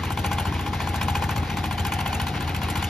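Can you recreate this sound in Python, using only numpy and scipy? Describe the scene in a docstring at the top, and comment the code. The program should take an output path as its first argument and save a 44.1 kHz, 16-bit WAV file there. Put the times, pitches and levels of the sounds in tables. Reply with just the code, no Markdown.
"""Diesel engine driving a vibrating screen

A one-cylinder diesel engine drives a large vibrating screen in a factory hall, close to a two-port microphone.
Each firing rings iron modes (knock, clack) and gates shaped noise (cracks, exhaust hiss); the exhaust
booms as pipe resonances, the intake thumps just before the firing, and the valve gear clacks after it.
Patchy noise makes the screen's steel rattle and rumble behind, with pings from loose parts.
Decaying noise convolved with the sharp sounds makes the hall's answer."""
import sys
import numpy as np
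from scipy import signal
from scipy.fft import rfft, irfft, next_fast_len
from scipy.io import wavfile
from scipy.ndimage import uniform_filter1d, map_coordinates

SR = 44100
rng = np.random.default_rng(int(sys.argv[2]) if len(sys.argv) > 2 else 0)


def store_wav(level_fs):
    """Save 16-bit WAV to argv[1]."""
    pcm = np.round(np.clip(np.atleast_2d(level_fs), -1, 1) * 32767)
    wavfile.write(sys.argv[1], SR, pcm.T.astype(np.int16))


N = 127449  # length [samples]
LEAD = SR // 10  # room for events that begin before time zero [samples]
TIME = np.arange(N) / SR


def amp(db):
    """Decibel law: a level in dB becomes an amplitude ratio."""
    return 10 ** (np.asarray(db) / 20)


def unit(x):
    """Normalisation by effective value: x scaled to rms 1."""
    return x / np.sqrt(np.mean(x ** 2) + 1e-20)


def along(points, hz):
    """Logarithmic frequency scale: (Hz, value) points interpolated along it."""
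    point_hz, value = np.transpose(points)
    return np.interp(np.log(hz + 1), np.log(point_hz + 1), value)


def over_time(points):
    """Linear interpolation of (s, value) points at every sample."""
    return np.interp(TIME, *np.transpose(points))


def wobble(rate):
    """Band-limited fluctuation: a smooth random curve with rate knots a second."""
    knots = rng.standard_normal(int(N * rate / SR) + 4)
    return map_coordinates(knots, [np.arange(N) * rate / SR])


def filtered(x, response):
    """Linear filtering: the spectrum of x times a complex response of frequency."""
    size = next_fast_len(N + SR // 2)
    spectrum = rfft(x, size) * response(np.fft.rfftfreq(size, 1 / SR))
    return irfft(spectrum, size)[..., :N]


# Left-right likeness of the noises: (frequency [Hz], correlation [-1 to 1])
LIKENESS = [(60, 1), (300, 0.97), (600, 0.83), (1000, 0.86), (1400, 0.4), (2500, 1), (4500, 0.39),
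            (6500, 0.8), (8300, 1), (10200, 0.95), (12500, 1), (15000, 0.38)]


def rush(spectrum, patchy_db):
    """Partial coherence: shaped stereo noise of rms 1, with random gain in patches of time and frequency."""
    z = signal.stft(rng.standard_normal((2, N)), nperseg=512)[2]
    field = uniform_filter1d(rng.standard_normal(z.shape[1:]), 5, 0)
    field = uniform_filter1d(field, 6, 1)
    pair = signal.istft(z * amp(patchy_db * unit(field)), nperseg=512)[1][:, :N]

    def mid_side_response(hz):
        # mid and side powers in this ratio give the wanted correlation
        turn = np.arccos(np.clip(along(LIKENESS, hz), -1, 1)) / 2
        return amp(along(spectrum, hz)) * [np.cos(turn), np.sin(turn)]

    mid, side = filtered(pair, mid_side_response)
    return unit(np.array([mid + side, mid - side]))


# The microphone's drift past the engine: (time [s], share of the way [0 to 1])
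DRIFT = [(0, 0.02), (1.3, 0.18), (1.7, 0.63), (2.2, 0.92), (2.89, 0.83)]


def passed(s):
    """Moving receiver: how far the microphone has drifted at the given times."""
    return np.interp(s, *np.transpose(DRIFT))


# Firings, with relative levels that each sound's own gains add to:
# (time [s], knock [dB], crack [dB], exhaust hiss [dB], exhaust boom [dB])
FIRINGS = [(-0.0372, -25, -47, -47, -28), (0.0325, -27, -40.5, -43.5, -29), (0.1024, -25, -37.5, -40, -28),
           (0.1723, -26, -36, -40, -27), (0.2424, -24, -34.5, -39, -26), (0.3121, -23, -35.5, -38.5, -25.5),
           (0.3818, -24, -33, -37.5, -27), (0.4516, -25, -37, -42.5, -26), (0.5211, -28, -43.5, -47, -25),
           (0.5906, -27.5, -41, -45.5, -29), (0.6604, -27.5, -38.5, -48, -28),
           (0.7306, -26, -38, -47, -26.5), (0.8007, -27, -39, -44, -27.5),
           (0.8706, -25.5, -38.5, -42.5, -27), (0.9405, -24.5, -37.5, -41, -27),
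           (1.0112, -23.5, -32, -38.5, -26), (1.0813, -23, -33.5, -38.5, -27),
           (1.1507, -23, -31.5, -39.5, -26.5), (1.2202, -24, -35.5, -40, -25.5),
           (1.2898, -23.5, -36, -40.5, -28), (1.3593, -26.5, -34.5, -44, -23), (1.4291, -30, -45, -58, -31),
           (1.4984, -30, -37.5, -55, -27), (1.5683, -26, -36, -48.5, -27),
           (1.6386, -26.5, -34, -42.5, -26.5), (1.7081, -26.5, -37, -42, -29),
           (1.7782, -28.5, -35, -39, -27.5), (1.8486, -26.5, -33, -39.5, -27.5),
           (1.9189, -25.5, -32.5, -37.8, -26), (1.9876, -27.5, -37.5, -39.5, -26.5),
           (2.0577, -25, -34, -41, -26.5), (2.1271, -26, -34, -38.5, -26), (2.1966, -25.5, -35, -40.5, -25),
           (2.266, -27.5, -35, -41, -28), (2.3359, -33.5, -54, -54, -30), (2.4042, -30, -37.5, -49, -27),
           (2.4746, -29, -38, -48, -30), (2.5447, -30.5, -35.5, -45, -27), (2.6141, -29, -39, -41.5, -27),
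           (2.6837, -29, -38, -37.5, -28), (2.7542, -27.5, -32.5, -38.5, -26.5),
           (2.8241, -29, -33, -38, -25.5)]


def each_firing(shape, column, strikes, scatter_db=0, passed_db=0):
    """Superposition: a copy of shape for every firing and (delay s, dB) strike, at the column's level."""
    rows = np.array(FIRINGS)
    firing_s = rows[:, 0]
    level_db = rows[:, column] + scatter_db * rng.standard_normal(len(rows)) + passed_db * passed(firing_s)
    blows = np.zeros(N + 2 * LEAD)
    for delay_s, db in strikes:
        blows[np.round((firing_s + delay_s) * SR).astype(int) + LEAD] += amp(level_db + db)
    return signal.fftconvolve(blows, shape)[LEAD:LEAD + N]


def fade(attack_s, t60_s):
    """Exponential decay behind a smooth rise."""
    t = np.arange(SR // 2) / SR
    return (1 - np.exp(-(t / attack_s) ** 2)) * amp(-60 * t / t60_s)


def ringing(modes, column, strikes, attack_s, scatter_db, passed_db=None):
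    """Modal superposition: firings excite damped sines, each mode's level scattering on its own."""
    t = np.arange(SR // 2) / SR
    rise = 1 - np.exp(-t / attack_s)
    changes = np.zeros(len(modes)) if passed_db is None else passed_db
    total = np.zeros(N)
    for (hz, db, t60), change in zip(modes, changes):
        mode = amp(db - 60 * t / t60) * rise * np.sin(2 * np.pi * hz * t)
        total += each_firing(mode, column, strikes, scatter_db, change)
    return total


def clank(s, level_db, modes, attack_s, scatter_db, detune):
    """Impact excitation: short damped metal modes with new level, pitch and phase at every blow."""
    t = np.arange(SR // 16) / SR
    hz, db, t60, change = np.transpose(modes)[..., None]
    rise = 1 - np.exp(-(t / attack_s) ** 2)
    out = np.zeros(N + 2 * LEAD)
    for start, size_db in zip(s, level_db):
        level, pitch, phase = rng.standard_normal((3, len(modes), 1))
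        gain = amp(size_db + db + change * passed(start) + scatter_db * level - 60 * t / t60)
        ring = (gain * np.sin(2 * np.pi * (hz * (1 + detune * pitch) * t + phase))).sum(0)
        out[round(start * SR) + LEAD:][:len(t)] += ring * rise
    return out[LEAD:LEAD + N]


# Decay of the hall's answer: (frequency [Hz], t60 [s])
HALL = [(100, 0.95), (1000, 1), (5000, 0.033), (15000, 0.039)]


def hall(x):
    """Reverberation: x convolved with stereo noise whose every frequency dies at its own speed."""
    hz, t, z = signal.stft(rng.standard_normal((2, SR // 2)), SR, nperseg=256)
    decay = amp(-60 * t / along(HALL, hz)[:, None])
    tail = signal.istft(z * decay, SR, nperseg=256)[1]
    delayed = np.pad(x, (700, 0))[None]  # the answer starts 700 samples late
    answer = signal.fftconvolve(delayed, tail / np.linalg.norm(tail[0]), axes=1)[:, :N]
    return amp(-20.5) * answer


# Noise spectrum of the shaken frame: (frequency [Hz], relative density [dB])
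RUMBLE = [(25, -37), (45, -50), (70, -2), (110, -2), (150, -4.5), (200, -5.5), (260, -10), (300, -3.5),
          (360, -11), (550, -20), (900, -47.5)]


def rumble():
    """Forced vibration: the shaken frame as low noise with a slightly wavering level."""
    return amp(-34.5 + 0.3 * wobble(6.93)) * rush(RUMBLE, patchy_db=1.5)


# Noise spectrum of the steel decks: (frequency [Hz], relative density [dB])
RATTLE = [(300, -13.5), (450, -3), (620, -4.5), (850, 1.5), (1200, -6), (2000, -4.5), (3200, -8.5),
          (5000, -16), (8000, -26.5), (11000, -30), (15500, -37)]
# Slow course of the rattle, before a common lift: (time [s], level [dB])
RATTLE_LEVEL = [(0.0, -39.5), (1.3, -39), (1.76, -39.5), (2.01, -39), (2.46, -39), (2.89, -37)]


def rattle():
    """Amplitude modulation: dense steel noise, loudest early in each engine cycle."""
    lift_db, swing_db, peak_share_of_cycle = 3.5, 1.5, 0.31
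    cycle = np.interp(TIME, np.array(FIRINGS)[:, 0], np.arange(len(FIRINGS)))
    level_db = over_time(RATTLE_LEVEL) + lift_db
    level_db = level_db + 1.66 * wobble(39.71) + 1.1 * wobble(400)
    level_db = level_db + swing_db * np.cos(2 * np.pi * (cycle - peak_share_of_cycle))
    return amp(level_db) * rush(RATTLE, patchy_db=1.5)


def ticks():
    """Random impacts: loose bolts and mesh ping as short damped sines at random moments."""
    per_s, middle_hz, spread, cycles_to_60_db, level_db = 130, 2600, 0.243, 17, -47
    moment, chance = rng.random((int(per_s * N / SR), 2)).T[..., None]
    t = np.arange(SR // 40) / SR
    # the logistic law scatters the pitch about its middle
    hz = np.clip(middle_hz * np.exp(spread * np.log(chance / (1 - chance)) / 2), 800, 9000)
    decay = amp(level_db - 60 * t * hz / cycles_to_60_db)
    pings = decay * (1 - np.exp(-t / 0.0012)) * np.sin(2 * np.pi * hz * t)
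    at = (moment * N).astype(int) + np.arange(len(t))
    return np.bincount(at.ravel(), pings.ravel(), N + len(t))[:N]


# Modes of a steel panel: (frequency [Hz], level [dB], t60 [s])
PANEL = [(729, 3, 0.12), (770, 2.5, 0.13), (836, -6.5, 0.044)]
# Its blows, late in the cycle: (delay after the firing [s], level [dB])
PANEL_STRIKES = [(.0305, 1.5), (.0445, -7.5)]
# Its course as the microphone drifts past: (time [s], level over the knock [dB])
PANEL_LEVEL = [(0, -20), (1.3, -16), (1.7, -8), (2.2, -7.5), (2.89, -11.5)]


def panel():
    """Modal ringing: a steel panel that comes forward as the microphone drifts past it."""
    ring = ringing(PANEL, column=1, strikes=PANEL_STRIKES, attack_s=0.0039, scatter_db=0)
    return amp(over_time(PANEL_LEVEL)) * ring


# Hums of the casing: (frequency [Hz], level [dB], change once passed [dB])
SHELL = [(746, -54, 8.5), (820, -46, -10)]


def shell():
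    """Narrow-band vibration: two casing hums that fill the gaps between knocks, wavering and wandering."""
    way = passed(TIME)
    hum = np.zeros(N)
    for hz, db, change in SHELL:
        gain = np.sqrt(2) * amp(db + change * way + 2 * wobble(8.98))
        phase = 2 * np.pi * np.cumsum(hz + 2.5 * wobble(6)) / SR
        hum += gain * np.sin(phase)
    return hum


# Intake resonances: (frequency [Hz], level over the exhaust boom column [dB], t60 [s])
INTAKE = [(56, 3.8, .14), (108, 1.2, .1), (171, -7, .2)]


def intake():
    """Air-column resonance: the intake sucks just before each firing."""
    return ringing(INTAKE, column=4, strikes=[(-.0025, 0)], attack_s=.0003, scatter_db=2.2)


# Exhaust pipe resonances: (frequency [Hz], level over the exhaust boom column [dB], t60 [s])
PIPE = [(60.4, -1.5, .4), (81.5, 10.3, .184), (146, -5, .4), (177.6, 10.5, .06), (212, -8.5, .4),
        (244, -16, .4)]


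def exhaust_boom():
    """Pipe resonance: each puff of exhaust excites the low modes of the pipe."""
    return ringing(PIPE, column=4, strikes=[(.0162, 0)], attack_s=.006, scatter_db=0.77)


# Noise spectrum of the exhaust jet: (frequency [Hz], relative density [dB])
HISS = [(300, -36), (1200, -14), (3000, 7), (5000, -10.5), (7500, 5), (10500, -4), (14000, -6),
        (14700, -16), (15500, -30)]


def exhaust_hiss():
    """Jet noise: a sharp burst as the exhaust opens, trailing off into a longer, weaker flow."""
    attack_s = 0.0061
    flow = fade(attack_s, t60_s=0.039) + amp(-13) * fade(attack_s, t60_s=0.1)
    gate = each_firing(flow, column=3, strikes=[(0.013, 0)])
    return amp(16 + wobble(650)) * gate * rush(HISS, patchy_db=3.5)


# The exhaust valve gear takes up its play: (time [s], level [dB]); sounded 1.5 ms ahead of these times
VALVE_CLACKS = [(0.0542, -39), (0.125, -50), (0.1956, -40), (0.2647, -34.5), (0.3314, -36), (0.4026, -36),
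                (0.471, -52), (0.5414, -48), (0.6132, -42), (0.6785, -41), (0.7476, -39), (0.8207, -48),
                (0.8917, -36), (0.9615, -34), (1.0314, -34), (1.1013, -44), (1.1706, -37), (1.2409, -34),
                (1.3102, -36), (1.3798, -33), (1.451, -45), (1.5199, -45), (1.5897, -46), (1.659, -41),
                (1.728, -35), (1.8007, -40), (1.869, -32), (1.9389, -33), (2.0093, -31), (2.0787, -32.5),
                (2.1486, -36), (2.217, -30), (2.2862, -40), (2.355, -48), (2.4251, -35.5), (2.4946, -35),
                (2.5645, -33), (2.6345, -31.5), (2.7041, -40), (2.774, -44), (2.8442, -29.5)]
# Modes of the valve gear: (frequency [Hz], level over the clack [dB], t60 [s], change once passed [dB])
VALVE = [(1543, 0.5, 0.072, -10.5), (2164, -2, 0.052, -1.5), (2658, 0.5, 0.029, 5.5),
         (3620, -12.5, 0.038, -1), (4080, -6, 0.043, -1), (4530, -4.5, 0.027, -2), (5130, -11, 0.025, -3),
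         (6050, -5, 0.03, -5), (6800, -21, 0.014, 3), (10300, -11, 0.013, 4), (11300, -6, .018, -1),
         (11800, -3, .018, 2), (13000, -2, 0.022, 1), (13900, -9, .018, .3)]


def valve():
    """Impact across a clearance: a bright second clack as the exhaust opens."""
    s, db = np.transpose(VALVE_CLACKS)
    return clank(s - .0015, db, VALVE, attack_s=.0012, scatter_db=2, detune=.02)


# Modes of the cylinder head: (frequency [Hz], level over the crack [dB], t60 [s], change once passed [dB])
HEAD = [(1520, 6.5, 0.031, -1.5), (1980, -9.5, 0.024, 14), (2120, -6, 0.041, 9.5), (2432, 8.5, 0.041, -3),
        (2973, 2.5, 0.036, 5.5), (3350, 1.5, 0.04, 1.5), (3920, -17, .03, -7), (4385, -2, 0.036, 5),
        (4880, -4, 0.025, 1.5)]


def head():
    """Impulsive excitation: combustion rings the cylinder head as a metallic clack."""
    rows = np.array(FIRINGS)
    return clank(rows[:, 0] + 0.001515, rows[:, 2], HEAD, attack_s=0.0019, scatter_db=2.5, detune=0.0096)


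def snap():
    """Heavily damped resonance: the hard click at the peak of each combustion."""
    modes = [(2600, 6, 0.0021)]  # (Hz, dB over the crack, t60 s)
    return ringing(modes, column=2, strikes=[(0.0059, 0)], attack_s=.00008, scatter_db=3.0)


# Noise spectrum of the cracks: (frequency [Hz], relative density [dB])
CRACK = [(300, -32), (600, -27), (800, 4), (1100, -5.5), (1500, -0.5), (3000, -0.5), (5000, -10),
         (8500, -7), (10500, -14), (14800, -19.5), (15500, -25)]
# Gritty cracks within one cycle: (delay after the firing [s], level [dB])
CRACKS = [(-.0018, -2), (0.0373, -16), (0.057, -30.5)]


def cracks():
    """Gated noise: gritty bursts that go with the knock and the later contacts."""
    gate = each_firing(fade(0.0035, t60_s=0.061), column=2, strikes=CRACKS)
    return amp(11.5 + 1.5 * wobble(600)) * gate * rush(CRACK, patchy_db=-3.5)


# Modes of the engine block: (frequency [Hz], relative level [dB], t60 [s])
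BLOCK = [(700, -7.5, .14), (745, -15, .3), (799.4, -5, .16), (826, 5, .11), (885, 14, .03), (960, 14, .022),
         (1010, 10, .031), (1053.5, -5, .126), (1348, 8.5, .018), (1400, -8, .08), (1545, -7, .08),
         (1710, -8, .05)]
# Change of each block mode once the microphone has passed: (change [dB])
BLOCK_PASSED_DB = [-17, -2, -3, 0.5, -2, -1.6, 0.7, -4.5, -5.5, 8, -1, 9]
# Contacts in the block within one cycle: (delay after the firing [s], level [dB])
CONTACTS = [(.0004, -13.5), (.00243, 0), (.01608, -12), (.03319, -15.5), (.04738, -21)]


def block():
    """Modal ringing: combustion knock and the later valve contacts excite the iron block."""
    iron = ringing(BLOCK, column=1, strikes=CONTACTS, attack_s=.004, scatter_db=0.44,
                   passed_db=BLOCK_PASSED_DB)
    return amp(-2.5) * iron


def scene():
    """Superposition of the screen, the engine and the hall's answer to the sharp sounds."""
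    small_parts = ticks() + panel() + shell()
    engine = exhaust_hiss() + valve() + head() + snap() + cracks() + block()
    sharp = small_parts + engine
    breathing = exhaust_boom() - intake()
    return hall(sharp[0]) + rumble() + rattle() + breathing + sharp


# Phase lead of the left port over the right: (frequency [Hz], lead [rad])
LEFT_LEADS = [(0, 0), (1150, .2), (1380, -1.1), (1650, 0), (2200, .1), (3200, 1.2), (4500, .5), (5600, -.2),
              (7000, -1.7), (7800, -3.1), (9000, -3.3), (10000, -5), (11000, -6), (12000, -6.3),
              (15500, -6.5)]
# Level of the left port over the right: (frequency [Hz], difference [dB])
LEFT_LOUDER = [(60, 0.5), (110, 1.5), (200, 2), (380, 1.0), (700, 2.5), (1290, 4.5), (2380, -0.5),
               (4400, 5), (8120, 0), (15000, 0)]
# Fall at the top of the band: (frequency [Hz], gain [dB])
TREBLE_FALL = [(14900, 0), (15300, -15), (15750, -27)]


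def record(dry):
    """Two-port reception: bass cut, faint circuit rumble, ports unlike in phase and level, a sharp band end."""
    low_cut_hz, top_hz = 52, 15750
    low_cut = signal.butter(5, low_cut_hz, "high", fs=SR, output="sos")

    def steeper(hz):
        return hz ** 16 / (hz ** 16 + (.93 * low_cut_hz) ** 16)

    def ports(hz):
        # each port takes half of the difference, in opposite senses
        half = amp(along(LEFT_LOUDER, hz) / 2) * np.exp(.5j * along(LEFT_LEADS, hz))
        return np.array([half, 1 / half]) * amp(along(TREBLE_FALL, hz)) * (hz < top_hz)

    heard = filtered(signal.sosfilt(low_cut, dry), steeper)
    circuit = rush([(5, -2), (45, 5), (60, -40), (200, -90)], patchy_db=0.0)  # (Hz, relative dB)
    return filtered(heard + amp(-51.5) * circuit, ports)


dry = scene()
out = record(dry)
store_wav(out)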